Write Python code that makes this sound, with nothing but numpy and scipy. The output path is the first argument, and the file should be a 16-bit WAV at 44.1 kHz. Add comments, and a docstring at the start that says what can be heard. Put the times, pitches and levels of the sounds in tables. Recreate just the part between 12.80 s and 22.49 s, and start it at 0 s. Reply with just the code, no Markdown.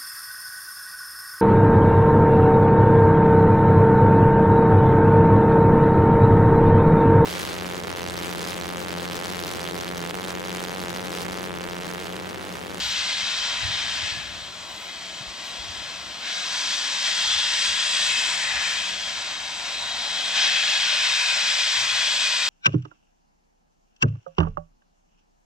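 """Locomotive blowing off steam

A steam locomotive beyond a stone bridge blows its cylinder cocks in three long swells as it sets off.
Jets are banded noise with wandering peaks from echo ripple and pipes; some sing out. Stonework echoes.
Resonant noise makes the engine's hum and drones; a dull coloured noise is the station background.
Low noise gusts and sine buffets bump the microphone, with faint treble rustles and one click."""
import sys
import numpy as np
from scipy import signal
from scipy.fft import rfft, irfft, next_fast_len
from scipy.io import wavfile

SR = 44100
rng = np.random.default_rng(int(sys.argv[2]) if len(sys.argv) > 2 else 0)


def inscribe(sig):
    """Save sig as 16-bit PCM at rate SR to the path in sys.argv[1].

    A 1-D sig is mono; a 2-D sig holds one channel per row.
    Samples are clipped to [-1, 1] before scaling.
    """
    pcm = np.round(np.clip(np.atleast_2d(sig).T, -1, 1) * 32767)
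    wavfile.write(sys.argv[1], SR, pcm.astype(np.int16))


N = 427329
TIME = np.arange(N) / SR
SIZE = 2 * next_fast_len(N // 2 + 1)
FREQ = np.maximum(np.arange(SIZE // 2 + 1) * SR / SIZE, 1)
SIDES = np.array([[1], [-1]])  # left, right
FRAME = 2048

# Side levels are left over right. Length of a swell: standard deviation of its bell.
# Station background colour: freq_hz, density_db
YARD_COLOUR = [(25, -37), (55, -1), (110, -9.5), (150, -3), (200, -1), (310, -1.9), (430, -5), (700, 4),
               (2000, -43), (9000, -24.5), (15500, -30.5)]
# Station background level, before trim: time_s, level_db
YARD_LEVEL = [(0, -50.5), (3.8, -51), (4.6, -55.5), (5.4, -52), (6.6, -53), (7.5, -51), (8.2, -56),
              (9.69, -54.5)]

# Steady engine notes, before trim and fade: pitch_hz, level_db
HUM_NOTES = [(190, -61), (113.7, -67.5), (220, -69.5), (302.6, -70), (336.5, -68.5), (374, -70.5)]
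# Low drones that come and go: centre_s, pitch_hz, level_db, length_s
DRONE_NOTES = [(3.89, 287.4, -57, 0.21), (5.367, 245, -57.5, 0.074), (5.5, 127, -62, 0.39),
               (7.45, 302, -59, 0.084), (9.05, 117, -61, 0.19)]
HUM_PASS_WIDTH_HZ, HUM_WAVER_DB, HUM_FADE_DB_PER_S = 8.1, 1.5, 0.4

# Wind colour: freq_hz, density_db
WIND_COLOUR = [(20, -34), (35, -30), (52, 0.5), (90, -2), (140, -8), (250, -17), (500, -36), (1500, -70)]
# Gusts on the microphone, before trim: centre_s, level_db, length_s, side_db
GUST_SWELLS = [(0.01, -45, 0.11, -8), (0.873, -40, 0.063, 2), (.68, -52, 0.13, 23), (1.044, -46, 0.092, 2),
               (1.21, -44, 0.055, -9), (1.38, -43, 0.038, -11), (1.527, -49.5, 0.19, 10),
               (1.93, -50.5, 0.026, 9.5), (2.49, -52, 0.046, 12), (2.88, -50, 0.11, 13),
               (3.04, -52, .04, 1), (3.22, -54.5, 0.066, -7), (4.546, -47, 0.075, 21),
               (4.917, -53, 0.046, 18), (5.77, -54, 0.063, 18), (6.35, -61, 0.44, 6), (7.1, -57, 0.17, 9),
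               (8.27, -58, 0.073, 9)]
# Sharp buffets: centre_s, level_db, pitch_hz, length_s (to 1/e), side_db
BUFFET_PULSES = [(.834, -35, 95, 0.0079, 4), (0.855, -27, 86, .012, -9), (.897, -35, 100, .014, 7),
                 (1.238, -32, 89, 0.012, -17), (1.328, -37, 85, 0.0083, 10), (1.382, -38, 95, .008, -10),
                 (1.408, -37, 90, .008, -11), (1.504, -42, 85, 0.0093, 9), (2.415, -37, 136, .007, 3),
                 (2.489, -43, 60, 0.013, 14), (2.805, -40, 60, .016, 12), (2.854, -39.5, 72, 0.015, 2),
                 (2.906, -38, 80, .011, 7), (4.556, -46, 115, .016, 14), (4.908, -44, 76, .02, 16),
                 (5.772, -42, 62, .022, 16)]
# Light air between gusts, before trim
BREEZE_DB, BREEZE_SIDE_DB, BREEZE_SWING_DB, BREEZE_HZ = -64, 23, 7.5, 3.6

# Faint high rustles: centre_s, level_db, length_s
RUSTLE_STROKES = [(0.048, -53, 0.083), (1.92, -64, .05), (2.03, -62, .06), (2.67, -60, .03),
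                  (3.95, -62, .03)]
# Rustle colour: freq_hz, density_db
RUSTLE_COLOUR = [(5000, -30), (9000, 0), (12000, -1), (15500, -4)]
CLICK_S, CLICK_DB, CLICK_HZ, CLICK_DECAY_S = 7.877, -22, 2500, 0.0015

# Smooth jet colour: freq_hz, density_db
JET_COLOUR = [(300, -36), (450, -36), (575, -12), (850, -12.5), (1270, -8), (1600, -5), (2850, -3.5),
              (4000, -1), (5700, -3.5), (6700, -7), (8200, -12.5), (9200, -24), (12000, -25.5),
              (16000, -45)]
# Mean peaks in the steam's colour, narrow low ones from echo ripple, broader ones from pipes:
# pitch_hz, width_hz, lift_db
STEAM_PEAKS = [(706, 14, 6), (860, 19, 4), (988, 56, 7.5), (1098, 64, 4.5), (1440, 22, 6), (1551, 26, 4),
               (1686, 95, 4.5), (2054, 140, 4), (2225, 17, 5.5), (2407, 32, 4), (2567, 130, 4),
               (3160, 127, 5), (3323, 104, 5), (3850, 160, 4), (4340, 160, 1), (5030, 180, 3.5),
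               (5800, 130, 2), (7180, 260, 1.5), (7720, 820, 3), (9500, 300, 2.5)]
# Peaks that sing out: centre_s, length_s, pitch_hz, width_hz, extra_lift_db
SINGING_PEAKS = [(0.502, 0.28, 3950, 500, 2), (0.746, 0.026, 900, 500, 3), (.9, 0.31, 3090, 150, 3),
                 (2.2, 0.18, 3080, 200, 3), (3.855, 0.08, 3420, 200, 3.5), (4.55, 0.073, 3440, 110, 7),
                 (4.7, .22, 3930, 180, 4.5), (5.22, .16, 3900, 260, 4), (4.95, 0.38, 1870, 110, 5.5),
                 (5.0, 0.45, 3360, 180, 4.5), (5.05, 0.49, 8250, 700, 5.5), (5.2, 0.57, 2670, 200, 4.5),
                 (4.9, 0.1, 2430, 120, 4), (5.42, 0.11, 2540, 130, 5), (5.66, 0.15, 800, 600, 3.5),
                 (5.69, 0.28, 1910, 480, 5.5), (5.92, 0.14, 2530, 160, 5.5), (6.0, .15, 3290, 240, 4),
                 (7.05, .25, 3880, 260, 4), (7.1, 0.58, 746, 260, 6), (7.15, 0.22, 3420, 147.4, 2),
                 (7.615, 0.049, 805, 600, 1), (7.65, 0.23, 3320, 110, 5.5), (7.66, .07, 5200, 220, 4),
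                 (7.8, 0.081, 3200, 120, 5), (7.82, 0.33, 2490, 150, 5.5), (8.15, 0.071, 5230, 260, 6),
                 (8.45, 0.21, 2480, 130, 5.5), (9.25, .35, 2470, 120, 8), (9.3, 0.15, 3370, 70, 8)]
# Spread of each steam peak's pitch and lift (shares), duration of a change
PEAK_WANDER, PEAK_SWING, PEAK_WANDER_S = 0.004, 0.07, 0.46
# Patches in the colour of the hiss
MOTTLE_DB, MOTTLE_HZ, MOTTLE_S = 1.0, 110, 0.23

# Steam at the two microphone ports, level: freq_hz, side_db
PORT_BALANCE = [(500, 3.5), (1800, 4), (2200, 4.5), (2500, 4), (2780, 3.5), (3100, 4), (3520, 4),
                (4200, 0.5), (4750, -5), (5600, 4.5), (6500, -0.5), (7300, 8.5), (8800, 9.5), (11500, 0.5)]
# Steam at the two ports, correlation: freq_hz, likeness
PORT_LIKENESS = [(100, .7), (700, .98), (1500, 0.66), (3000, 0.77), (4500, .96), (6000, 0.97), (7000, .68),
                 (9000, 0.53), (11500, 0.94), (13500, 0.87), (15500, .2)]
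# Steam at the two ports, phase: freq_hz, left_lead_rad
PORT_LEAD = [(100, -0.4), (1900, -0.33), (2250, -1.5), (2700, 1), (3300, -.8), (4100, -1.5), (4800, -1),
             (5300, -1), (6250, -0.9), (6850, -1.4), (7500, -1), (9100, -2), (11000, -2.5)]

# Flow levels below are before the steam's trim.
# One blow per piston stroke, the first open almost at once: start_s, opening_s, fullest_after_s,
# shuts_after_s, dying_s, rush_db, hiss_db and sizzle_db (re rush), ring_db (re open jet),
# brightening_db_per_s
BLOW_STROKES = [(0.0, 0.00053, 0.32, 1.3, 0.22, -28, -6.5, -15, 3.5, -1.9),
                (3.385, 0.093, 1.19, 2.665, .15, -28, -5, -12.5, 2.2, -0.57),
                (7.522, 0.035, 0.77, 2.6, .2, -24.5, -7, -14.5, 1.2, 1.5)]
# Steam leaking between blows: time_s, rush_db
LEAK_LEVEL = [(0, -35), (1.9, -39), (2.7, -36.5), (3.35, -37), (6.3, -31), (6.8, -33), (7.5, -28.5),
              (8.3, -31.5), (9.69, -26.5)]
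# Brief bright spurts: centre_s, rush_db, length_s, sizzle_db (re rush)
SPURT_SWELLS = [(1.263, -38, 0.05, -13), (3.76, -42, .03, -8), (3.932, -31, 0.035, -15),
                (4.305, -30, 0.1, -13), (4.49, -30.5, 0.096, -11), (4.813, -31, .08, -11),
                (5.282, -31.5, 0.29, -5.5), (5.926, -37, 0.16, -6.5), (7.62, -25, 0.059, -22),
                (8.5, -43, .18, 2), (8.98, -29.5, .05, -11), (9.358, -37, .07, -7)]
LEAK_RING_DB, LEAK_HISS_DB, LEAK_SIZZLE_DB = 3, -7, -13
SPURT_RING_DB, SPURT_HISS_DB = 6.5, -4
ARCH_DB_PER_S2 = 2.5
TREBLE_LAG_DB, DULLING_DB_PER_S = 10, 14

# Low roar: level at a reference jet level, share of the jet's dB swing it follows
ROAR_DB, ROAR_AT_JET_DB, ROAR_FOLLOWS = -42, -33, 0.52
ROAR_GROWTH_DB_PER_S = 0.1  # as the engine gets under way

# Echoes from ground and stonework: mean_delay_s, level_db (re direct)
STONE_ECHOES = [(.0022, -18), (.0105, -15), (.017, -16), (.047, -15)]
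CUTOFF_HZ = 15800


def from_db(db):
    """Decibels to gain."""
    return 10 ** (np.asarray(db) / 20)


def in_time(points):
    """Level curve joined by straight lines."""
    time_s, level_db = np.transpose(points)
    return np.interp(TIME, time_s, level_db)


def over_hz(points):
    """Table read at every frequency on a log axis."""
    hz, value = np.transpose(points)
    return np.interp(np.log(FREQ), np.log(hz), value)


def white():
    """Spectrum of fresh white noise."""
    return rng.standard_normal(len(FREQ)) + 1j * rng.standard_normal(len(FREQ))


def sound(spectrum):
    """Stereo spectrum to waveform; the mean of both sides has rms 1."""
    x = irfft(spectrum, SIZE)[:, :N]
    return x / np.std(x.mean(axis=0))


def resonance(hz, width_hz):
    """Response of one resonance, 1 at its peak."""
    return 1 / (1 + 1j * (FREQ ** 2 - hz ** 2) / (FREQ * width_hz))


def drift(rate_hz):
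    """Slow random curve with spread 1."""
    x = irfft(white() / (1 + (FREQ / rate_hz) ** 2), SIZE)[:N]
    return x / np.std(x)


def smooth_chance(shape, *spans):
    """Random field with spread 1, smoothed over a span of steps along each axis."""
    x = rng.standard_normal(shape)
    for axis, span in enumerate(spans):
        rate = np.fft.rfftfreq(shape[axis])
        spectrum = rfft(np.swapaxes(x, axis, -1)) * np.exp(-(2 * rate * span) ** 2)
        x = np.swapaxes(irfft(spectrum, shape[axis]), axis, -1)
    return x / np.std(x)


def noise_pair(likeness, side_db, lead_rad=0):
    """Spectra of partly alike noise at two ports, with level and phase offsets."""
    pair = np.sqrt(1 + likeness) * white() + np.sqrt(1 - likeness) * white() * SIDES
    return pair * from_db(SIDES * side_db / 2) * np.exp(0.5j * SIDES * lead_rad)


def ports(side_db):
    """Left and right gains of mean power 1."""
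    pair = from_db(SIDES * side_db / 2)
    return pair / np.sqrt(np.mean(pair ** 2))


def swell(centre_s, length_s):
    """Bell-shaped rise and fall of height 1."""
    return np.exp(-((TIME - centre_s) / length_s) ** 2 / 2)


def together(gains):
    """Unrelated flows add in power."""
    return np.sqrt(sum(g ** 2 for g in gains))


def yard(trim_db=1.0):
    """Dull station background: coloured noise on a slow level curve."""
    noise = sound(noise_pair(likeness=0.87, side_db=4.0) * from_db(over_hz(YARD_COLOUR)))
    return from_db(in_time(YARD_LEVEL) + trim_db) * noise


def hum(trim_db=-0.3, waver_hz=1.2):
    """Engine notes as narrow resonances of noise: steady ones waver and fade, drones swell and sink."""
    throb = noise_pair(likeness=0.88, side_db=7.5)

    def note(hz):
        return sound(throb * resonance(hz, HUM_PASS_WIDTH_HZ) ** 2)

    steady = sum(from_db(db) * note(hz) for hz, db in HUM_NOTES)
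    drones = sum(from_db(db) * swell(s, length_s) * note(hz) for s, hz, db, length_s in DRONE_NOTES)
    level_db = trim_db + HUM_WAVER_DB * drift(waver_hz) - HUM_FADE_DB_PER_S * TIME
    return steady * from_db(level_db) + drones


def gusts(trim_db=-3):
    """Wind rumble, little alike at the two ports: gusts over a light breeze."""
    breeze_db = BREEZE_DB + BREEZE_SWING_DB * np.tanh(drift(BREEZE_HZ))
    forces = [from_db(breeze_db) * ports(BREEZE_SIDE_DB)]
    for s, db, length_s, side_db in GUST_SWELLS:
        forces.append(from_db(db) * swell(s, length_s) * ports(side_db))
    rumble = sound(noise_pair(likeness=0.23, side_db=-0.2) * from_db(over_hz(WIND_COLOUR)))
    return from_db(trim_db) * together(forces) * rumble


def buffets():
    """Single low swings of pressure: sines under a short bell, random phase per port."""
    out = 0
    for s, db, hz, length_s, side_db in BUFFET_PULSES:
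        age_s = TIME - s
        phase_rad = rng.uniform(0, 2 * np.pi) + rng.normal(0, 1.0, (2, 1))
        swing = np.exp(-(age_s / length_s) ** 2) * np.sin(2 * np.pi * hz * age_s + phase_rad)
        out = out + ports(side_db) * from_db(db) * swing
    return out


def rustles():
    """Short, thin brushing sounds: swells of treble noise."""
    strokes = sum(from_db(db) * swell(s, length_s) for s, db, length_s in RUSTLE_STROKES)
    return strokes * sound(noise_pair(likeness=0.1, side_db=4.0) * from_db(over_hz(RUSTLE_COLOUR)))


def click():
    """One hard tick in the last swell: resonant noise with a fast rise and decay."""
    age = np.maximum(TIME - CLICK_S, 0) / CLICK_DECAY_S
    knock = sound(noise_pair(likeness=0.8, side_db=4) * resonance(CLICK_HZ, width_hz=1800) ** 3)
    return from_db(CLICK_DB) * age * np.exp(1 - age) * knock


def voices(rush, ring_db, hiss_db, sizzle_db):
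    """Gains of open jet, ringing band, upper hiss and sizzle; the first two share the rush power."""
    open_jet = rush / together([1, from_db(ring_db)])
    ringing = open_jet * from_db(ring_db)
    return np.array([open_jet, ringing, rush * from_db(hiss_db), rush * from_db(sizzle_db)])


def leak():
    """Steam that seeps at all times, in a fixed colour."""
    return voices(from_db(in_time(LEAK_LEVEL)), LEAK_RING_DB, LEAK_HISS_DB, LEAK_SIZZLE_DB)


def spurts():
    """Brief bright bursts of flow."""
    return [voices(from_db(db) * swell(s, length_s), SPURT_RING_DB, SPURT_HISS_DB, sizzle_db)
            for s, db, length_s, sizzle_db in SPURT_SWELLS]


def blows():
    """Port flow arches about mid-stroke; treble fills in after opening and dies first on shutting."""
    parts = []
    for (start_s, opening_s, fullest_s, shuts_s, dying_s, rush_db,
         hiss_db, sizzle_db, ring_db, brightening) in BLOW_STROKES:
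        age_s = TIME - start_s
        closing_s = np.maximum(age_s - shuts_s, 0)
        port = np.clip(age_s / opening_s, 0, 1) * np.exp(-closing_s / dying_s)
        rush = port * from_db(rush_db - ARCH_DB_PER_S2 * (age_s - fullest_s) ** 2)
        bright_db = brightening * (age_s - fullest_s)
        lag_db = TREBLE_LAG_DB * np.exp(-np.maximum(age_s, 0) / opening_s)
        treble_db = bright_db - DULLING_DB_PER_S * closing_s - lag_db
        parts.append(voices(rush, ring_db + bright_db, hiss_db + treble_db, sizzle_db + treble_db))
    return parts


def through_peaks(spectrum):
    """Mottled jet noise with peaks that wander in pitch and lift; some sing out for a while."""
    hz, t, frames = signal.stft(irfft(spectrum, SIZE), SR, nperseg=FRAME)
    lift_db = MOTTLE_DB * smooth_chance((len(hz), len(t)), MOTTLE_HZ / hz[1], MOTTLE_S / t[1])
    for centre_hz, width_hz, db in STEAM_PEAKS:
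        pitch = smooth_chance(t.shape, PEAK_WANDER_S / t[1])
        strength = smooth_chance(t.shape, PEAK_WANDER_S / t[1])
        off_hz = hz[:, None] - centre_hz * (1 + PEAK_WANDER * pitch)
        lift_db = lift_db + db * (1 + PEAK_SWING * strength) / (1 + (2 * off_hz / width_hz) ** 2)
    for s, length_s, centre_hz, width_hz, db in SINGING_PEAKS:
        off_hz = hz[:, None] - centre_hz
        bell = np.exp(-((t - s) / length_s) ** 2 / 2)
        lift_db = lift_db + db * bell / (1 + (2 * off_hz / width_hz) ** 2)
    shaped = signal.istft(frames * from_db(lift_db), SR, nperseg=FRAME)[1]
    return rfft(shaped, SIZE)


def steam(flutter_db=0.52, flutter_hz=12, wander_db=0.42, wander_hz=3, rush_trim_db=-0.5):
    """Turbulent jets with peaked colour: five bands from big roaring eddies to small sizzling ones."""
    open_jet, ringing, hiss, sizzle = together([leak()] + spurts() + blows())
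    roar_db = ROAR_DB + ROAR_GROWTH_DB_PER_S * TIME
    roar = from_db(roar_db) * (open_jet / from_db(ROAR_AT_JET_DB)) ** ROAR_FOLLOWS
    noise = noise_pair(over_hz(PORT_LIKENESS), over_hz(PORT_BALANCE), over_hz(PORT_LEAD))
    jet = through_peaks(noise * from_db(over_hz(JET_COLOUR)))
    edges_hz = [1, 1400, 2850, 4400, 6500, SR]
    out = 0
    for low, high, gain in zip(edges_hz, edges_hz[1:], [roar, open_jet, ringing, hiss, sizzle]):
        band = 1 / (1 + (FREQ / high) ** 60) - 1 / (1 + (FREQ / low) ** 60)
        out = out + gain * from_db(wander_db * drift(wander_hz)) * sound(jet * band)
    return out * from_db(rush_trim_db + flutter_db * drift(flutter_hz))  # uneven flow


def outdoors(x, wander_s=0.00013, wander_hz=0.4):
    """Moving air varies each echo's path, so fine ripples wander through the hiss."""
    out, power = x, 1
    for delay_s, db in STONE_ECHOES:
        heard_at_s = TIME - delay_s - wander_s * drift(wander_hz)
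        echo = np.array([np.interp(heard_at_s, TIME, side, left=0) for side in x])
        out = out + from_db(db) * echo
        power = power + from_db(db) ** 2
    return out / np.sqrt(power)


def scene():
    """Background, hum, wind and small sounds, with the echoing steam over them."""
    near = gusts() + buffets() + rustles() + click()
    return yard() + hum() + near + outdoors(steam())


def record(dry):
    """Steep elliptic low-pass."""
    lowpass = signal.ellip(12, 0.1, 90, CUTOFF_HZ, fs=SR, output="sos")
    return signal.sosfilt(lowpass, dry)


dry = scene()
out = record(dry)
inscribe(out)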